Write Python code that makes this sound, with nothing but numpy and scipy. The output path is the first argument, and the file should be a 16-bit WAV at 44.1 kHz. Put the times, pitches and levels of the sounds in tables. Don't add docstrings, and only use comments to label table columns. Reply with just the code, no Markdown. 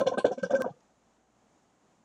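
import sys
import numpy as np
from scipy import signal
from scipy.fft import rfft, irfft, next_fast_len
from scipy.io import wavfile
from scipy.ndimage import uniform_filter1d, map_coordinates

SR = 44100
rng = np.random.default_rng(int(sys.argv[2]) if len(sys.argv) > 2 else 0)


def voltage_ratio(decibels):
    exponent = np.asarray(decibels, float) / 20
    return 10 ** exponent


def wrap_up_sound(samples):
    columns = np.atleast_2d(samples).T
    tamed = np.clip(columns, -1, 1)
    steps = np.round(tamed * 32767).astype(np.int16)
    wavfile.write(sys.argv[1], SR, steps)


N = 90140

# start [s], peak [dB], pitch [Hz], swell [s].
BUBBLES = [(.002, -22.5, 589, .004), (.008, -18.5, 535, .009), (.056, -27, 535, .005),
           (.063, -16.5, 522, .010), (0.089, -28.5, 497, .007), (.117, -25, 530, .007),
           (.137, -28.5, 545, .006), (0.172, -20, 480, .003), (.178, -20, 569, .005),
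           (0.243, -11, 520, 0.007), (.254, -31, 530, .007), (.263, -29, 500, .007),
           (0.275, -28.5, 478, .012), (.300, -37, 520, .005), (.308, -25, 525, .008),
           (.320, -34.5, 710, .010), (0.376, -31.5, 539, .008), (0.431, -19.5, 525.6, .007),
           (.456, -35.5, 480, .008), (.497, -29, 570, .005), (.504, -22, 560, .007),
           (0.519, -25, 533, .005), (.531, -14.5, 542.3, 0.013), (.546, -28.5, 526, 0.0044),
           (.571, -32.5, 531, .006), (.586, -25, 533, .008), (.603, -21.5, 524, .010),
           (.643, -26, 696, 0.0045), (.659, -23.5, 514, .007), (0.675, -37, 568, .006)]
SPRAY_SHARP = 1.7
PATCHY_DB = 4


def unit(x):
    return x / np.sqrt(np.mean(x ** 2) + 1e-20)


def along(points, hz):
    f, v = np.transpose(points)
    return np.interp(np.log(hz + 1), np.log(f + 1), v)


def wobble(rate_hz, count):
    knots = rng.standard_normal(int(count * rate_hz / SR) + 4)
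    return map_coordinates(knots, [np.arange(count) * rate_hz / SR])


def filtered(x, response):
    m = next_fast_len(N + SR // 2)
    return irfft(rfft(x, m) * response(np.fft.rfftfreq(m, 1 / SR)), m)[..., :N]


def highpass(hz):
    return lambda f: (1j * f / (hz + 1j * f)) ** 2


def resonances(peaks, widen):
    def response(f):
        total = 0
        for k, (centre_hz, width_hz, db) in enumerate(peaks):
            damping = 1j * f * width_hz * widen
            total = total + (-1) ** k * voltage_ratio(db) * damping / (centre_hz ** 2 - f * f + damping)
        return total
    return response


def swell(rise_s, power):
    u = np.arange(SR // 5) / SR / max(rise_s, 1e-3)
    return (u * np.exp(1 - u)) ** power


def add(track, s, x):
    track[round(s * SR):][:len(x)] += x


def singing(rows, rise, wander):
    lumpy_db, sharp = 1.6, 2.66
    out, t = np.zeros(N), np.arange(SR // 5) / SR
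    for s, db, hz, rise_s in rows:
        climb = rise * (t / rise_s - 1) / (1 + t / rise_s / 4)
        pitch_hz = hz * (1 + climb + wander * wobble(66, len(t)))
        size = voltage_ratio(db + lumpy_db * wobble(130, len(t))) * swell(rise_s, sharp)
        add(out, s, size * np.sin(2 * np.pi * np.cumsum(pitch_hz) / SR))
    return out


def patchy():
    z = signal.stft(rng.standard_normal(N), nperseg=256)[2]
    field = rng.standard_normal(z.shape)
    field = uniform_filter1d(uniform_filter1d(field, 5, 0), 7, 1)
    return signal.istft(z * voltage_ratio(PATCHY_DB * unit(field)), nperseg=256)[1][:N]


def bubbles():
    # start [s], peak [dB], pitch [Hz], swell [s].
    stragglers = [
        (.690, -49, 560, 0.0082),
        (.716, -59, 800, .006),
        (.733, -56.5, 480, 0.0091),
        (0.76, -58.5, 500, .010),
        (.715, -60, 1200, 0.0097),
        (0.25, -63, 730, .012),
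        (.010, -34, 350, 0.0042),
        (0.52, -38, 340, 0.012),
    ]
    # start [s], peak [dB], pitch [Hz], swell [s].
    plops = [(.000, -30.5, 800, 0.0034), (.072, -27.5, 720, 0.0047), (.112, -31.5, 720, 0.0073),
             (.178, -27, 780, 0.0084), (.245, -31.5, 723, 0.0091), (.303, -32, 391, 0.0089),
             (.311, -36, 753, 0.0087), (.500, -32.5, 693, 0.015), (.642, -34.5, 1207, 0.0049),
             (.675, -35, 720, 0.0086), (.693, -47.5, 792, 0.01), (.260, -41.5, 1013, 0.0097),
             (.430, -43, 1317, 0.0085), (.003, -36.5, 1296, 0.0076), (.558, -49.5, 1044, 0.013)]
    return singing(BUBBLES + stragglers + plops, rise=0.008, wander=0.011)


def spray():
    # start [s], peak [dB], swell [s], brightness above 4.5 kHz [dB].
    splashes = [(.000, -37.5, 0.0068, -4), (0.063, -33, 0.012, -1), (0.126, -51, 0.01, -5),
                (0.176, -30.5, 0.011, -13), (.245, -33, 0.013, -7.5), (0.314, -45.5, 0.012, 2),
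                (0.375, -51, 0.015, -3), (0.426, -41, 0.013, 0), (0.503, -48, 0.014, 5),
                (0.543, -40, 0.0097, -5), (0.559, -54.5, 0.0079, 6.5), (0.599, -50.5, 0.012, 7.5),
                (0.64, -58.5, 0.031, -6), (0.695, -68, 0.0063, -5), (.803, -68, 0.0035, 8.5)]
    # centre [Hz], width [Hz], level [dB].
    low_peaks = [(2173, 47, 5.5), (2920, 60, 0.5), (3390, 120, 1), (3580, 55, 3.5), (4280, 150, -3.5)]
    # frequency [Hz], density [dB per Hz].
    high_colour = [(4000, -32), (4500, -7.5), (5900, 5), (6500, 1.5), (7300, -4), (8500, -16.5),
                   (10000, -30), (11500, -54.5)]
    level_db, grainy_db = -11, 1.5
    low_size, high_size = np.zeros(N), np.zeros(N)
    for s, db, rise_s, bright_db in splashes:
        envelope = swell(rise_s, SPRAY_SHARP)
        add(low_size, s, voltage_ratio(db) * envelope)
        add(high_size, s, voltage_ratio(db + bright_db) * envelope)
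    ringing = resonances(low_peaks, widen=2.7)

    def low_band(f):
        return ringing(f) / (1 + (2230 / (f + 1)) ** 40) / (1 + (f / 4300) ** 12)

    low = unit(filtered(patchy(), low_band)) * voltage_ratio(grainy_db * wobble(150, N))
    high = unit(filtered(patchy(), lambda f: voltage_ratio(along(high_colour, f))))
    high = high * voltage_ratio(grainy_db * wobble(280, N))
    return voltage_ratio(level_db) * (low_size * low + high_size * high)


def floor():
    # frequency [Hz], density [dB per Hz].
    hiss = [(30, -22), (90, -15), (210, -3), (430, -10), (750, -8), (2000, -21.5), (5000, -29), (6900, -21)]
    # frequency [Hz], level [dB].
    hum = [
        (59, -83),
        (118, -88),
        (175, -85),
        (762, -83),
    ]
    hiss_db, fall, knee_hz = -68.3, 6.3, 8600
    last_hz = hiss[-1][0]

    def colour(f):
        slope = np.clip(f / last_hz, 1, knee_hz / last_hz) ** fall
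        return voltage_ratio(along(hiss, f)) / slope / np.maximum(f / knee_hz, 1) ** 4.5

    out = unit(filtered(rng.standard_normal(N), colour)) * voltage_ratio(hiss_db + 0.88 * wobble(8.8, N))
    t = np.arange(N) / SR
    for hz, db in hum:
        out += voltage_ratio(db + 3.034 * wobble(3.4, N)) * np.sin(2 * np.pi * hz * t)
    return out


def clicks():
    # start [s], step [dB].
    step_rows = [
        (0, -24),
        (.2535, -35),
        (.6208, -19),
    ]
    decay_s, low_hz = 0.0021, 244
    steps = np.zeros(N)
    for s, db in step_rows:
        add(steps, s, -voltage_ratio(db) * np.exp(-np.arange(SR // 100) / SR / decay_s))
    return filtered(steps, highpass(low_hz))


def glugs():
    # start [s], peak [dB], pitch [Hz], swell [s].
    glug_rows = [(0.001, -29.5, 235, 0.0082), (0.056, -31.5, 237, 0.01), (0.134, -36, 250, 0.013),
                 (0.171, -32, 227, 0.0089), (0.246, -34.5, 277.3, 0.0094), (0.310, -35.5, 210, 0.0091),
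                 (0.371, -34.5, 244, 0.013), (0.423, -27, 194, 0.01), (0.445, -31.5, 190, 0.0097),
                 (0.505, -36, 217, 0.012), (0.543, -27.5, 232, 0.011), (0.585, -31, 230, 0.011),
                 (0.623, -35.5, 246, 0.014), (0.646, -38, 232.5, 0.0113), (0.702, -36.5, 153, 0.0095)]
    return singing(glug_rows, rise=0.02, wander=0.027)


def mist():
    # start [s], rms [dB].
    puffs = [
        (.002, -64),
        (.068, -64),
        (.178, -48.5),
        (0.249, -66),
        (0.429, -64.5),
        (.600, -64.5),
    ]
    low_hz, high_hz, swell_s = 6600, 10070, 0.0086
    size = np.zeros(N)
    for s, db in puffs:
        add(size, s, voltage_ratio(db) * swell(swell_s, SPRAY_SHARP))

    def band(f):
        return 1 / (1 + (low_hz / (f + 1)) ** 12) / (1 + (f / high_hz) ** 40)

    return size * unit(filtered(patchy(), band))


def slosh():
    # centre [Hz], width [Hz], level [dB].
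    vase = [(196, 84, -1.5), (533, 56, 3), (720, 71, -3), (1018, 70, -11.5), (1180, 50, -19.5),
            (1330, 37, -15), (1554, 76, -15)]
    level_db, t60_s, rise_s = -8.5, 0.084, 0.0035
    size, t = np.zeros(N), np.arange(SR // 4) / SR
    for s, db, *_ in BUBBLES:
        add(size, s, voltage_ratio(db - 60 * t / t60_s) * (1 - np.exp(-t / rise_s)))
    modes = resonances(vase, widen=2.2)

    def body(f):
        return modes(f) / (1 + (f / 1750) ** 20)

    noise = rng.standard_normal(N)
    return voltage_ratio(level_db) * filtered(noise * size, body) / np.std(filtered(noise, body))


def swarm():
    count, level_db, centre_hz, spread, cycles, delay_s = 7, -22, 890, 0.39, 2.1, 0.017
    out, t = np.zeros(N), np.arange(SR // 25) / SR
    for s, db, *_ in BUBBLES:
        lates = rng.exponential(1, count)
        sizes_db = rng.normal(0, 0.83, count)
        keys = rng.normal(0, 1, count)
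        for late, size_db, key in zip(lates, sizes_db, keys):
            hz = centre_hz * np.exp(spread * np.clip(key, -1.5, 1.6))
            u = t * hz / cycles
            envelope = 3 * u * np.exp(1 - 3 * u)
            tone = np.sin(2 * np.pi * hz * t * (1 + 0.058 * u))
            add(out, s + delay_s * late, voltage_ratio(db + level_db + size_db - 6.5 * late) * envelope * tone)
    return out


def stem():
    # start [s], peak [dB], swell [s].
    rings = [(0.0034, -36, 0.0057), (0.0752, -40, 0.008), (0.1338, -44, 0.013), (0.1735, -29, 0.01),
             (0.207, -43.5, 0.0031), (0.253, -36.5, 0.013), (0.319, -49.5, 0.0093), (0.377, -49.5, 0.008),
             (0.392, -49, 0.013), (0.4296, -28.5, 0.0099), (0.449, -37, 0.0087), (0.508, -39.5, 0.0074),
             (0.5496, -29.5, 0.011), (0.6033, -33.5, 0.011), (0.6445, -40.5, 0.0055)]
    stem_hz = 1550
    return singing([(s, db, stem_hz, rise_s) for s, db, rise_s in rings], rise=0, wander=0.016)


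def beads():
    # start [s], peak [dB], pitch [Hz], swell [s].
    bead_rows = [(0.009, -32, 1030, 0.009), (0.029, -38.5, 1007, 0.0056), (0.064, -36, 1050, 0.007),
                 (0.082, -34, 1035, 0.010), (0.116, -44.5, 905, 0.013), (0.132, -33.5, 1015, 0.0087),
                 (0.173, -32, 1215, 0.0031), (0.197, -33.5, 1040, 0.009), (0.321, -46.5, 986, 0.0097),
                 (0.397, -53, 1006, 0.005), (0.504, -41.5, 1180, 0.0064), (0.551, -60, 880, 0.0081),
                 (0.598, -40.5, 1280, 0.0037), (0.618, -35.5, 1050, 0.009), (0.644, -37, 951, 0.01),
                 (0.691, -42.5, 859, 0.0028)]
    return singing(bead_rows, rise=0.02, wander=0.011)


def room(x):
    # frequency [Hz], t60 [s].
    decay = [(200, 0.12), (1500, 0.089), (8000, 0.19)]
    hz, t, z = signal.stft(rng.standard_normal(SR // 2), SR, nperseg=256)
    tail = signal.istft(z * voltage_ratio(-60 * t / along(decay, hz)[:, None]), SR, nperseg=256)[1]
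    return signal.fftconvolve(np.pad(x, (300, 0)), tail / np.linalg.norm(tail))[:N]


def skipped(x):
    at_s, skip_s, fade_s = 0.2535, 0.00097, 0.0007
    after = np.clip((np.arange(N) / SR - at_s) / fade_s / 2 + 0.5, 0, 1)
    return (1 - after) * x + after * np.roll(x, -round(skip_s * SR), axis=-1)


def scene():
    inside_top_hz, mic_low_hz, room_db = 1910, 118.2, -12
    inside = bubbles() + glugs() + beads() + stem() + swarm() + slosh()
    pipe = filtered(inside, lambda f: 1 / (1 + (f / inside_top_hz) ** 24))
    pipe = pipe + spray() + mist()
    pipe = filtered(skipped(pipe), highpass(mic_low_hz))
    return (pipe + voltage_ratio(room_db) * room(pipe) + floor())[None]


def top_cut(x):
    return signal.sosfilt(signal.butter(12, 15820, fs=SR, output="sos"), x)


def record(dry):
    top = 0.3
    overloaded = dry / (1 + np.abs(dry / top) ** 4) ** (1 / 4)
    return top_cut(overloaded + clicks())


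dry = scene()
out = record(dry)
wrap_up_sound(out)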